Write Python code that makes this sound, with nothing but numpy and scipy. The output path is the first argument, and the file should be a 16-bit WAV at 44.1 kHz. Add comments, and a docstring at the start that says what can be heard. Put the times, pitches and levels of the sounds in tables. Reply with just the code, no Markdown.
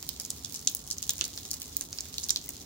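"""Meltwater drips from a roof onto the wet boards of a wooden bench beside a brick wall.
From the start, small drops patter over a low outdoor rumble and a far hiss of dripping.
Heavy drops land among them: a sharp smack, a short spray and a dull knock on the board;
then the wall slaps back and the yard rings briefly. A few trap air and add a tiny plink.
The hardest hits fall near 0.7, 1.1 and 2.3 s, and the patter runs on to the end."""
import sys
import numpy as np
from scipy import signal
from scipy.fft import rfft, irfft
from scipy.io import wavfile

SR = 44100
rng = np.random.default_rng(int(sys.argv[2]) if len(sys.argv) > 2 else 0)


def store_pcm(level_fs):
    """Save levels as 16-bit WAV."""
    pcm = np.round(np.clip(level_fs, -1, 1) * 32767).astype(np.int16)
    wavfile.write(sys.argv[1], SR, np.atleast_2d(pcm).T)


N = 116865

SPLASH_SAMPLES, CUTOFF_HZ, LEFT_LEADS_S = 1024, 16100, .00007
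HIT_GAIN = np.sqrt(SR / 1000)   # gives a hit of energy 1 the energy of a millisecond at rms 1


def from_db(db):
    """Decibels to gain."""
    return 10 ** (np.asarray(db) / 20)


def unit_rms(x):
    """Scale to rms 1."""
    return x / np.sqrt(np.mean(x ** 2) + 1e-20)


def unit_energy(x):
    """Scale to an average energy of 1 a channel."""
    return unit_rms(x) / np.sqrt(x.shape[-1])


def at_hz(curve, hz):
    """Read a curve on a log-frequency axis."""
    points_hz, values = np.transpose(curve)
    return np.interp(np.log(np.maximum(hz, 1)), np.log(points_hz), values)


def bins(size):
    """Frequencies of a spectrum in Hz."""
    return np.arange(size // 2 + 1) * SR / size


def pan(db):
    """Left and right gains; positive leans left."""
    return from_db(np.array([[db], [-db]]) / 2)


def add(out, start_s, sound):
    """Mix a sound in at a time."""
    i = int(np.clip(start_s * SR, 0, N))
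    out[:, i:i + sound.shape[1]] += sound[:, :N - i]


def minimum_phase(gain):
    """The filter with this magnitude that keeps the attack tightest."""
    cepstrum = irfft(np.log(gain + 1e-9))
    cepstrum[1:SPLASH_SAMPLES // 2] *= 2
    cepstrum[SPLASH_SAMPLES // 2 + 1:] = 0
    return np.exp(rfft(cepstrum))


def open_air(noise, eq):
    """EQ a stereo noise and spread it: near mono in the lows, wide in the highs; rms 1."""
    # how alike the two sides are: freq_hz, correlation
    stereo_likeness = [(40, 0.94), (130, 0.97), (330, 0.91), (700, 0.1), (1400, 0), (4000, 0.23),
                       (15000, 0)]
    # which way the bed leans: freq_hz, left_over_right_db
    stereo_balance = [(60, 0.5), (160, -2.5), (350, -4), (900, 0), (2000, -1.5), (4000, -10.5), (8000, 0),
                      (13000, 4), (15000, -20)]
    alike, lean_db = at_hz(stereo_likeness, bins(N)), at_hz(stereo_balance, bins(N))
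    mid, side = rfft(noise) * eq
    signs = np.array([[1], [-1]])
    spread = np.sqrt(1 + alike) * mid + np.sqrt(1 - alike) * side * signs
    return unit_rms(irfft(spread * from_db(lean_db * signs / 2), N))


def rumble():
    """A low outdoor bed with a few faint drones in it."""
    # tone of the bed: freq_hz, gain_db
    rumble_eq = [(15, -52), (30, -28), (39, -28), (50, -3.5), (64, -0.5), (82, -1), (125, -5), (165, -4.5),
                 (190, -9.5), (275, -3.5), (325, -12), (410, -11), (550, -17.5), (800, -18), (1300, -20.5),
                 (2200, -36), (4000, -47), (8000, -77)]
    # narrow bands of droning noise: centre_hz, width_hz, level_db
    drones = [(71, 24, -62), (243, 28, -71.5), (750, 14, -72)]
    hz = bins(N)
    out = from_db(-52) * open_air(rng.standard_normal((2, N)), from_db(at_hz(rumble_eq, hz)))
    for centre_hz, width_hz, level_db in drones:
        band = 1 / (1 + (2 * (hz - centre_hz) / width_hz) ** 2)
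        out += from_db(level_db) * open_air(rng.standard_normal((2, N)), band)
    return out


def far_dripping():
    """Countless far droplets merge into a grainy hiss that swells and sinks."""
    # tone of the hiss: freq_hz, gain_db
    hiss_eq = [(900, -28), (2000, -6), (2700, -8), (4000, -2), (5500, 0.5), (6800, 1), (8300, -5),
               (11000, -9), (13400, -5.5), (14600, -6), (16000, -11.5)]
    # fader ride on the hiss: time_s, gain_db
    hiss_ride = [(0, 3), (.4, 2), (.62, 2), (.85, -3), (1.15, 4), (1.62, 0), (1.82, 4.5), (1.88, -6),
                 (1.97, 5.5), (2.35, -0.5), (2.65, 1)]
    level_db, grain_db = -51.5, 4.2
    grains = rng.standard_normal((2, N)) * from_db(grain_db * np.minimum(rng.exponential(1, N), 6))
    ride_db = np.interp(np.arange(N) / SR, *np.transpose(hiss_ride))
    return from_db(level_db + ride_db) * open_air(grains, from_db(at_hz(hiss_eq, bins(N))))


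def yard_reverb(x):
    """Diffuse reflections from bench, wall and ground die away quickly."""
    # tone of the tail: freq_hz, gain_db
    tail_eq = [(300, 16.5), (1200, 5), (3000, 3.5), (6500, -0.5), (9000, -2.5), (15000, -7)]
    return_db, t60_s, onset_s = -11.5, 0.17, 0.0022
    t = np.arange(SR // 2) / SR
    envelope = from_db(-60 * t / t60_s) * (1 - np.exp(-t / onset_s))
    tail = unit_energy(rng.standard_normal((2, len(t))) * envelope)
    tail = irfft(rfft(tail) * from_db(at_hz(tail_eq, bins(len(t)))), len(t))
    return from_db(return_db) * signal.fftconvolve(x, tail, axes=1)[:, :N]


def splash_filter(hz, edge_hz, tilt_db, snap_db):
    """One splash's tone: a steep low cut, a tilted top and the water film's uneven resonances."""
    # tone shared by all splashes: freq_hz, gain_db
    splash_eq = [(300, -1), (1000, -6.5), (4500, 0), (6800, 4.5), (8500, -3.5), (11000, -4), (13400, -13),
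                 (15000, -1.5), (16000, -4.5)]
    leak_db, snap_ramp_hz, film_spacing_hz = -44.5, [8600, 15000], 562
    low_cut = np.sqrt(1 / (1 + (edge_hz / hz) ** 14.2) + from_db(leak_db) ** 2)
    high_cut = 1 / np.sqrt(1 + (hz / CUTOFF_HZ) ** 40)
    top_db = tilt_db * np.log2(np.maximum(hz / edge_hz, 1)) + snap_db * np.interp(hz, snap_ramp_hz, [0, 1])
    film_db = np.interp(hz / film_spacing_hz, np.arange(64), rng.uniform(-0.77, 1, size=64))
    return minimum_phase(low_cut * high_cut * from_db(at_hz(splash_eq, hz) + top_db + film_db))


def add_splash(out, start_s, level_db, edge_hz, tilt_db, snap_db, pan_db, echo_db):
    """A drop smacks, spreads into a sheet and tears into duller spray; the wall returns it smeared."""
    sheet_db, sheet_decay_s = -6, 0.0004
    spray_db, spray_decay_s, spray_top_hz = -2, 0.0024, 8000
    wall_delay_s, wall_jitter_s, wall_smear_s = .0088, .0005, 0.0022
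    trim_db, wall_trim_db = 0.5, 1.5
    hz, t = np.maximum(bins(SPLASH_SAMPLES), 1), np.arange(SPLASH_SAMPLES) / SR
    noise = rng.standard_normal((5, SPLASH_SAMPLES))
    lag_jitter, wall_jitter = rng.standard_normal(2)
    tone = splash_filter(hz, edge_hz, tilt_db, snap_db)
    smack = (t == 0) + from_db(sheet_db) * unit_energy(noise[0] * np.exp(-t / sheet_decay_s))
    spray = from_db(spray_db) * unit_energy(noise[1:3] * np.exp(-t / spray_decay_s))
    hit = rfft(smack) + rfft(spray) / (1 + 1j * hz / spray_top_hz)
    right_lag = np.exp(-2j * np.pi * hz * LEFT_LEADS_S * (1 + 0.65 * lag_jitter) * np.array([[0], [1]]))
    gain = from_db(level_db + trim_db) * pan(pan_db) * HIT_GAIN
    add(out, start_s, gain * unit_energy(irfft(hit * tone * right_lag)))
    smear = noise[3:] * np.sqrt(t) * np.exp(-t / wall_smear_s)
    slapback = from_db(echo_db + wall_trim_db) * unit_energy(irfft(rfft(smear) * tone))
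    add(out, start_s + wall_delay_s + wall_jitter_s * wall_jitter, gain * slapback)


def patter(drops_per_s=105):
    """Small drops all over the boards, each with its own size, tone and place."""
    out = np.zeros((2, N))
    starts_s = rng.random(size=800)[:int(drops_per_s * N / SR)] * N / SR
    traits = np.clip(rng.standard_normal(size=(800, 5)), -2, 2)
    for start_s, (size, edge, tilt, snap, side) in zip(starts_s, traits):
        add_splash(out, start_s, level_db=-42.5 + 3 * size, edge_hz=3180 * 2 ** (0.1 * edge),
                   tilt_db=1.5 + 3 * tilt, snap_db=1 + 3 * snap, pan_db=3 * side, echo_db=-5.5)
    return out


def bubbles(rise_per_s=5):
    """Air caught under a drop rings for a moment, rising in pitch; it reaches the left side first."""
    # plinks of trapped air: start_s, start_pitch_hz, peak_db, attack_s
    plinks = [(0.6754, 6400, -11, 0.00057), (1.2116, 3750, -20.5, 0.00042), (2.1823, 4260, -17.5, 0.00046),
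              (2.2943, 3840, -21, 0.0008), (2.478, 2010, -51, 0.0034)]
    out = np.zeros((2, N))
    t = np.maximum(np.arange(2 * SPLASH_SAMPLES) / SR - LEFT_LEADS_S * np.array([[0], [1]]), 0)
    for start_s, pitch_hz, peak_db, attack_s in plinks:
        envelope = (t / attack_s * np.exp(1 - t / attack_s)) ** 2
        chirp = np.sin(2 * np.pi * pitch_hz * t * (1 + rise_per_s * t / 2))
        add(out, start_s, from_db(peak_db) * envelope * chirp)
    return out


def board_knock(decay_s=0.0089):
    """The wet board's short, dense, heavily damped ring; energy 1."""
    # dull tone of the struck wood: freq_hz, gain_db
    wood_eq = [(100, 1), (350, 4), (900, -0.5), (1400, 0.5), (2100, 2), (3000, 2), (5000, -22)]
    t = np.arange(2 * SPLASH_SAMPLES) / SR
    noise = rng.standard_normal((3, len(t)))
    narrow_stereo = noise[0] + .5 * noise[1:]
    ring = irfft(rfft(narrow_stereo) * from_db(at_hz(wood_eq, bins(len(t)))))
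    return unit_energy(ring * np.exp(-t / decay_s))


def near_drops(knock_trim_db=3.5):
    """The heavy drops up front; each splashes and knocks the board."""
    # hits on the bench: start_s, level_db, low_edge_hz, tilt_db_per_octave (above the edge),
    # treble_snap_db, left_over_right_db, wall_echo_db (relative to the hit), knock_db
    hits = [(0.0274, -28.5, 3370, -4.5, 17, -2, -18, -46.5), (0.091, -21, 3240, -1.5, 9, -7, -21, -50.5),
            (0.1993, -23.5, 4520, -2.5, -3, -3, -11, -46), (0.218, -32.5, 3400, 6, 5, 1, -19, -67),
            (0.2508, -27, 4500, -4.5, 4, -2.5, -9, -51), (0.3042, -20.5, 3400, 8, -18, 0, -18, -56),
            (0.4476, -24.5, 3200, 0.5, -15, -4, -9.5, -66), (0.524, -33.5, 3420, 6, 1, -9, -5, -61),
            (0.5435, -29, 4130, 1, 3, -5, -20, -50.5), (0.549, -29, 4700, -4, -4, 5.5, -2, -67),
            (0.5611, -32, 5370, -10, 1, -6, -9, -56), (0.5927, -33.5, 4500, 0, -4, 3, -8, -63),
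            (0.6731, -12.5, 3300, 2, -14, -4, -13.5, -53), (0.6753, -16, 3230, -4, -14, 1, -11, -63),
            (0.6981, -30, 4140, 14, 2, -3, -15, -49.5), (0.715, -34, 3400, 11, 1, -2, -5, -62),
            (0.7495, -18, 3130, 10.5, 1, 1, -18, -54), (0.7687, -33.5, 3430, 4, 3, -12.5, -13, -59),
            (0.867, -39, 4200, 2, -3, 8, -19, -68), (0.876, -35, 3300, 3, 0, -12, -32, -61),
            (0.9032, -27.5, 3380, 3, -7, 2, -12, -59), (0.9118, -19.5, 3960, 0, -16, -4.5, -10, -51),
            (0.929, -30, 4070, 3, -16, 9, -17, -67), (0.9831, -26, 4760, -4.5, -3, -2, -28, -68),
            (1.0225, -36, 3900.0, 19, -13, 11, -20.0, -62), (1.0275, -22.5, 3430, -2.5, 5, -3.5, -9, -53),
            (1.094, -12.5, 3020, -1.5, 8.5, -1.5, -11, -41), (1.0963, -29, 3000, -4, 2, -3, 4, -48),
            (1.1354, -31, 3770, 0, 13, -2, -25, -50), (1.1817, -29.5, 4570, 3, -8, -3, -12, -59),
            (1.1913, -31, 2960, -4, 13, -2, -10, -49), (1.2111, -15, 2560, -4.5, -15, -3.5, -13.5, -36.5),
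            (1.242, -22, 4360, -5, 3, -1, -4, -48), (1.2799, -33, 3400, 3, 7, 1, -24, -54),
            (1.3628, -35.5, 4300, 13, -6, 4, -15, -67), (1.376, -27, 3780, -12, 17, -3.5, -8, -46.5),
            (1.4526, -31.5, 3700, -3.5, 2, -2.5, -5, -49.5), (1.5075, -34, 4620, 3, -15, 12, -9, -63),
            (1.5135, -19.5, 4400, 0, 4, -2, -21, -55), (1.533, -26, 4380, 11, -5, -1, -6, -48),
            (1.54, -28, 4000, -7, 12, -4.5, -17, -49), (1.6006, -34, 3800.0, 18, -12, -5, -11, -68),
            (1.6184, -26.5, 2400, 0, 9.5, -1.5, -8, -54), (1.6583, -35, 4050, 7, -14, 0, -9, -56.5),
            (1.7678, -15.5, 3830, 5.5, 13.5, -3, -29, -61), (1.8105, -21.5, 4060, 6.5, -12, -1.5, -12, -43),
            (1.929, -26.5, 4600, -11, 3, -4, -15, -46.5), (1.9864, -25, 4960, -39, 9, -9, -24, -46.5),
            (2.0071, -23.5, 4800, -1, -4, 0, -24, -58), (2.055, -37.5, 3520, -5, 4, -4, -10, -51.5),
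            (2.1418, -30, 3260, 0, -20, -1, -9, -51), (2.1823, -23.5, 3800, -12, 19, -2, -12, -65),
            (2.199, -31, 3400, 13, -21.0, 0, -6, -65), (2.232, -33, 3900.0, -5, -13.0, -3, -18, -62),
            (2.2368, -25.5, 4570, -9, 5, -2, -11, -57), (2.2411, -23.5, 5550, -9, -4, -3, -16, -62),
            (2.2874, -26.5, 3140, 5, -4, -2, -10, -58), (2.2935, -21.5, 3820, -13, 18, -5, -8, -46),
            (2.3042, -26, 4000, -4, 9, -17, -32, -53), (2.3059, -10.5, 4700, 1.5, -15, -0.5, -30, -44.5),
            (2.3607, -17, 3700, -12, 11, -2.5, -9.5, -44), (2.4592, -36, 4200, 10, 15, -2, -15, -58),
            (2.491, -24.5, 3400, 12.5, -2, -1, -25, -46), (2.5056, -32, 3460, 6, 9, -2, -27, -68)]
    out = np.zeros((2, N))
    for start_s, level_db, edge_hz, tilt_db, snap_db, pan_db, echo_db, knock_db in hits:
        add_splash(out, start_s, level_db, edge_hz, tilt_db, snap_db, pan_db, echo_db)
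        add(out, start_s, from_db(knock_db + knock_trim_db) * HIT_GAIN * pan(pan_db) * board_knock())
    return out


def scene():
    """Drops and their reverb over the hiss and rumble."""
    drops = near_drops() + patter() + bubbles()
    return drops + yard_reverb(drops) + far_dripping() + rumble()


def record(dry):
    """Soft clipping rounds the hardest peaks, then a steep low-pass trims the top."""
    ceiling = .9
    rounded = ceiling * np.tanh(dry / ceiling)
    low_pass = signal.firwin(201, CUTOFF_HZ, fs=SR)
    return signal.fftconvolve(rounded, low_pass[None], "same", axes=1)


dry = scene()
out = record(dry)
store_pcm(out)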